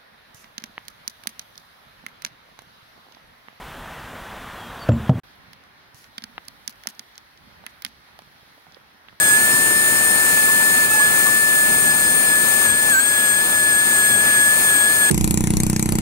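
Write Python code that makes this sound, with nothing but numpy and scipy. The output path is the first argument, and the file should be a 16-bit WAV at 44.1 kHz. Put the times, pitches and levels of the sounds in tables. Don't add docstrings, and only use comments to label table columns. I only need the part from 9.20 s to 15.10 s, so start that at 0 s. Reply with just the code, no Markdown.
import sys
import numpy as np
from scipy import signal
from scipy.io import wavfile
from scipy.ndimage import uniform_filter1d

SR = 44100
rng = np.random.default_rng(int(sys.argv[2]) if len(sys.argv) > 2 else 0)


def pcm_store(signal):
    levels = np.round(np.clip(np.atleast_2d(signal), -1, 1) * 32767)
    wavfile.write(sys.argv[1], SR, levels.astype(np.int16).T)


N = 260190
T = np.arange(N) / SR
BLADES = 5
USUAL_HZ = 1730

# time in seconds, speed in Hz.
SPEED = [(0.0, 1707), (0.12, 1701), (0.215, 1743), (0.329, 1759), (0.708, 1764), (1.033, 1761),
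         (1.217, 1738), (1.367, 1750), (1.566, 1752), (1.756, 1729), (1.826, 1707), (1.926, 1742),
         (2.125, 1744), (2.195, 1752), (2.42, 1729), (2.469, 1741), (2.549, 1727), (2.634, 1736),
         (2.684, 1711), (2.749, 1734), (2.859, 1721), (3.013, 1741), (3.113, 1717), (3.278, 1741),
         (3.347, 1729), (3.432, 1736), (3.492, 1682), (3.562, 1722), (3.682, 1734), (3.712, 1715),
         (3.737, 1603), (3.761, 1538), (3.831, 1661), (3.876, 1693), (4.031, 1706), (4.126, 1682),
         (4.24, 1731), (4.385, 1711), (4.495, 1720), (4.545, 1690), (4.644, 1729), (4.819, 1695),
         (4.894, 1711), (4.949, 1672), (5.044, 1722), (5.198, 1695), (5.398, 1737), (5.572, 1685),
         (5.652, 1695), (5.742, 1734), (5.822, 1704), (5.897, 1698)]
# time in seconds,
# shaft tone left and right in dB, blade tone left and right in dB, air noise in dB.
LEVELS = [(0.0, -19.5, -25, -17, -25, -18), (0.15, -19.5, -14, -19.5, -20.5, -17),
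          (0.3, -17, -15, -19.5, -29.5, -20.5), (0.45, -17.72, -16, -20.5, -34, -21),
          (0.6, -17.5, -15.5, -18.5, -20, -22), (0.75, -18.5, -17, -22, -24, -20.5),
          (0.9, -18, -16.5, -17, -23, -21), (1.02, -17, -16.5, -21.5, -28, -20.5),
          (1.25, -17, -15.5, -19, -20, -19), (1.45, -14.5, -16.5, -20, -22, -20.5),
          (1.68, -18, -14, -19, -23.5, -20.5), (1.85, -18.5, -16.5, -22, -23, -19),
          (2.02, -16.5, -15.5, -16, -34.5, -19.5), (2.2, -16, -16.5, -18.5, -29, -22),
          (2.4, -16.5, -14, -18.5, -23, -20.5), (2.6, -19, -19.5, -15.5, -24.5, -20),
          (2.8, -19, -20, -16.5, -27.5, -20), (3.0, -18.5, -21, -13.5, -22, -20.5),
          (3.13, -18, -21, -16.5, -25, -20), (3.4, -16.5, -21.23, -15, -29, -19),
          (3.56, -22.5, -24, -16, -28, -20.5), (3.68, -16, -19, -17, -26, -20),
          (3.85, -23, -24.5, -17.5, -30.5, -20), (4.08, -20.5, -23, -17, -28, -20.5),
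          (4.3, -21, -24, -18.5, -26, -21), (4.5, -19, -21, -16, -26.5, -21.5),
          (4.7, -20, -21.5, -15.5, -26.5, -19.5), (5.05, -19, -23, -17.5, -24.5, -19),
          (5.25, -18, -18.5, -15, -26, -19.5), (5.5, -19.5, -22, -17.5, -24, -18.5),
          (5.7, -18.5, -21, -16.5, -25.5, -19.5), (5.9, -20, -21, -15.5, -25, -19.5)]


def gain_of(db):
    return 10 ** (np.asarray(db) / 20)


def evened(x):
    return x / np.sqrt(np.mean(x ** 2) + 1e-20)


def wander(low_hz, top_hz, t=T):
    rates = np.geomspace(low_hz, top_hz, 20)
    return evened(sum(np.sin(2 * np.pi * (rate * t + rng.random())) for rate in rates))


def bump(start, length):
    return np.sin(np.pi * np.clip((T - start) / length, 0, 1))


def tone(phase, left_db, right_db, lead):
    left = gain_of(left_db) * np.sin(phase + lead)
    right = gain_of(right_db) * np.sin(phase)
    return np.sqrt(2) * np.array([left, right])


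def played(table, column, at=T):
    rows = np.array(table)
    return uniform_filter1d(np.interp(at, rows[:, 0], rows[:, column]), size=600)


def heard_db(column, hz):
    # shaft speed in Hz,
    # shaft tone left and right in dB, blade tone left and right in dB. Rows are not all in order of speed.
    echo_colour = [(1550, 2.5, 8.5, -6, -9), (1600.0, 3, 9, 2, -12), (1624, -0.5, -2, 2.5, -4.0),
                   (1695, 2.5, 1, 1, 2.5), (1692, 4, 1.5, -2.5, 5), (1727, 2.5, 2, -3.5, 2.5),
                   (1718.5, 0, 2, -2.5, 1), (1734.5, -0.5, -4.5, -1.9, 2.5), (1765, 1.2, 0, 1, -6),
                   (1749, -1.5, -2.5, 1.5, -3.5)]
    return played(LEVELS, column=column) + played(echo_colour, column=column, at=hz)


def shaft_tone(hz, turn):
    grip_db = .6 * wander(8, 40)
    left_db = heard_db(column=1, hz=hz) + grip_db
    right_db = heard_db(column=2, hz=hz) + grip_db + .45 * wander(8, 45)
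    return tone(turn, left_db, right_db, lead=2.0)


def blade_tone(hz, turn):
    # blade tone in Hz, lead of the left port in rad.
    blade_lead = [(8400, -1.1), (8500, -.1), (8600, 1.3), (8740, 2.8), (8820, 1.6)]
    lead = np.interp(BLADES * hz, *np.transpose(blade_lead))
    lead = lead - 3.4 * bump(.15, .4)
    left_db = heard_db(column=3, hz=hz) + 1.35 * wander(8, 80)
    right_db = heard_db(column=4, hz=hz) + .8 * wander(5.4, 30)
    return tone(BLADES * turn, left_db, right_db, lead)


def weaker_orders(hz, turn):
    # multiple, left dB, right dB, left lead in rad, dB gained per Hz of shaft speed,
    # rad gained per Hz, left and right dB gained per second as the handpiece slowly turns.
    orders = [(2, -35.5, -37, 3.2, -.13, .005, .3, 1), (3, -40.5, -40, -1.3, .03, -.02, -1.3, -.1),
              (4, -37, -38.5, -2.4, .02, .035, .2, -1.1), (6, -38, -50, 1.2, .05, 0, -.4, -.5),
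              (7, -42.5, -44, -.5, .12, .06, -.2, -.2), (8, -41.5, -51, 2.2, -.1, .03, .7, -.6),
              (9, -35.5, -45, -1, 0, .03, 0, 0)]
    bogged_hz, middle_s = 1690, 3
    bog_db = .03 * np.minimum(hz - bogged_hz, 0)
    first_bite = bump(.01, .17)
    out = np.zeros((2, N))
    for k, left_db, right_db, lead, slope, lead_slope, left_drift, right_drift in orders:
        bite = first_bite * (k % 2 == 0)
        lead = lead + lead_slope * (hz - USUAL_HZ) + .9 * bite + .06 * k * wander(1, 8)
        db = slope * (np.maximum(hz, bogged_hz) - USUAL_HZ) + k * bog_db + 2.5 * bite
        db = db + 1.8 * wander(3, 16) + 2.2 * wander(12, 90)
        left_db = left_db + db + .22 * k * wander(3, 25) + left_drift * (T - middle_s)
        right_db = right_db + db + .22 * k * wander(3, 25) + right_drift * (T - middle_s)
        shake = .3 * wander(15, 100)
        out += tone(k * turn + shake, left_db, right_db, lead)
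    return out


def chatter(turn):
    # start of the lower one in seconds, length in seconds, order 1/2 in dB, order 3/2 in dB.
    skips = [(1.157, 0.1, -40, -40), (1.685, 0.15, -34, -33.5)]
    upper_early_s = .022
    out = np.zeros((2, N))
    for start, length, db, upper_db in skips:
        db = db + 2.5 * wander(15, 80)
        out += bump(start, length) * tone(turn / 2, db, db + 2.5, lead=.3)
        upper = tone(3 * turn / 2, upper_db, upper_db - .6, lead=.44)
        out += bump(start - upper_early_s, length) * upper
    return out


def whine():
    hz = played(SPEED, column=1)
    turn = 2 * np.pi * np.cumsum(hz) / SR
    return shaft_tone(hz, turn) + blade_tone(hz, turn) + weaker_orders(hz, turn) + chatter(turn)


def air(table, delay, patchy_db, swell_db):
    size, hop = 1024, 256
    frames, hz = N // hop + 5, np.fft.rfftfreq(size, 1 / SR)
    f, *columns = np.transpose(table)
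    left_db, right_db, same, lead = (np.interp(np.log(hz + 1), np.log(f), c)[:, None] for c in columns)
    a, b, c, d, patches = rng.standard_normal((frames, len(hz), 5)).T
    patches = uniform_filter1d(patches, size=24, axis=0)
    patches = evened(uniform_filter1d(patches, size=16, axis=1))
    lag = np.exp(-1j * (lead + 2 * np.pi * hz[:, None] * delay))
    left = a + 1j * b
    right = same * lag * left + np.sqrt(1 - same ** 2) * (c + 1j * d)
    drift_db = patchy_db * patches + swell_db * wander(1.482, 9, np.arange(frames) * hop / SR)
    spectra = np.array([left * gain_of(left_db), right * gain_of(right_db)]) * gain_of(drift_db)
    return evened(signal.istft(spectra, nperseg=size, noverlap=size - hop)[1][:, :N])


def air_level_db():
    db_per_hz, lag_s, slowest_hz = .0527, .029, 1680
    late_hz = np.maximum(played(SPEED, column=1, at=T - lag_s), slowest_hz)
    return played(LEVELS, column=5) + db_per_hz * (late_hz - USUAL_HZ)


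def exhaust_hiss(air_db):
    # frequency in Hz, left and right density in dB per Hz,
    # likeness of the ports from 0 to 1, left lead in rad beyond the delay.
    jet_spectrum = [(4500, -30, -32, .2, 1), (5500, -21, -22, .25, 1), (6100, -13, -15, .55, 2),
                    (6800, -5, -8, .45, 4), (7300, -7, -9.5, .4, 4.7), (7950, -4, -15.5, .35, 5.5),
                    (8350, 1, -4.5, .1, 5), (8800, -1.5, -7, .45, 4.3), (9400, -2, -9, .6, 3.7),
                    (10200, -9.5, -16, .12, 3), (10750, -3.5, -13, .3, 2), (11500, -9, -9.5, .65, 3.2),
                    (12100, -10, -10.5, .45, 4), (13100, -6, -12.5, .25, 3.8), (13750, -6, -16, .1, 3.5),
                    (14500, -7.5, -12.5, .43, 1), (15650, -6, -14, .35, 4.3)]
    noise = air(jet_spectrum, delay=23 / SR, patchy_db=.7, swell_db=.35)
    return gain_of(air_db + .8) * noise


def fan():
    # multiple, left dB, right dB.
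    multiples = [(1, -46.5, -42), (4, -55, -50), (7, -39.5, -52)]
    fan_hz = 608.4
    lines = [(k * fan_hz, left_db, right_db) for k, left_db, right_db in multiples]
    lines.append((1362, -52, -52))
    out = np.zeros((2, N))
    for hz, left_db, right_db in lines:
        left_db = left_db + 2.4 * wander(1.5, 25)
        right_db = right_db + 1.0 * wander(.47, 11)
        out += tone(2 * np.pi * hz * T, left_db, right_db, lead=.38)
    return out


def low_passed(x, hz):
    return signal.sosfiltfilt(signal.butter(2, hz, fs=SR, output="sos"), x)


def roar(air_db):
    # frequency in Hz, left and right density
    # in dB per Hz, likeness of the ports from 0 to 1, left lead in rad.
    roar_spectrum = [(25, -45, -54, .1, 0), (40, -31, -39, 0, 0), (60, -13.5, -19.5, 0, 0),
                     (110, -5.5, -11, .2, 0), (250, -3.5, -9.5, .3, .3), (560, -6.5, -15, .3, .3),
                     (1150, -9.3, -8, .55, .3), (1550, -8.5, -7.5, .25, 1.5), (1950, -11, -10.5, .12, 2.5),
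                     (2450, -8.3, -6.5, .15, 3.2), (2900, -14, -12.5, .3, 3.3), (3600, -12, -14, .5, 3.1),
                     (4100, -10.8, -16, .3, 2.8), (4750, -13.3, -16.2, .15, 1), (5200, -21, -22, .2, 0),
                     (6000, -35, -35, .2, 0)]
    # frequency in Hz, width in Hz, left and right gain in dB.
    room_modes = [(225, 18, -6, -5), (275, 26, -20, -4), (400, 18, -14, -2), (940, 50, -9, -20)]
    # time in seconds, gain in dB.
    bass_swell = [(0, 0), (1.2, -1), (1.85, -1), (2.58, 3.5), (3.45, -2), (3.51, 3), (3.57, -1), (4.6, 0.5),
                  (5.9, -1)]
    # start in seconds, length in seconds, peak in dB over the deepest roar.
    thumps = [(.535, .05, 4), (3.48, .06, 2)]
    noise = air(roar_spectrum, delay=0, patchy_db=.8, swell_db=.3)
    for hz, width, *db in room_modes:
        ringing = signal.lfilter(*signal.iirpeak(hz, hz / width, SR), noise)
        noise = noise + gain_of(db)[:, None] * ringing
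    bass = low_passed(noise, 350)
    noise = noise + (gain_of(played(bass_swell, column=1)) - 1) * bass
    deep = low_passed(noise, 110)
    noise = noise + deep * sum(gain_of(db) * bump(start, length) for start, length, db in thumps)
    follows = .76
    return gain_of(-26.5 + follows * (air_db - air_db.mean())) * noise


def stone_squeaks():
    # start in seconds, middle pitch in Hz, length in seconds, peak in dB before the roughness.
    squeaks = [(1.272, 1090, .045, -32), (1.698, 1360, .032, -31), (1.796, 1150, .03, -26.5),
               (2.061, 1150, .022, -26), (2.082, 1130, .014, -29)]
    out = np.zeros((2, N))
    for start, hz, length, db in squeaks:
        rise = 4.5 * (T - start - length / 2)
        pitch = hz * (1 + .025 * wander(30, 200) + rise)
        rough = bump(start, length) * gain_of(3 * wander(40, 300))
        out += rough * tone(2 * np.pi * np.cumsum(pitch) / SR, db, db, lead=.47)
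    return out


def scene():
    air_db = air_level_db()
    dip = gain_of(-4 * bump(1.66, .045))
    handpiece = dip * (whine() + exhaust_hiss(air_db))
    return handpiece + fan() + roar(air_db) + stone_squeaks()


def record(dry):
    band_limit = signal.firwin(2047, 15745, window=("kaiser", 9), fs=SR)
    return signal.oaconvolve(dry, band_limit[None], "same")


dry = scene()
out = record(dry)
pcm_store(out)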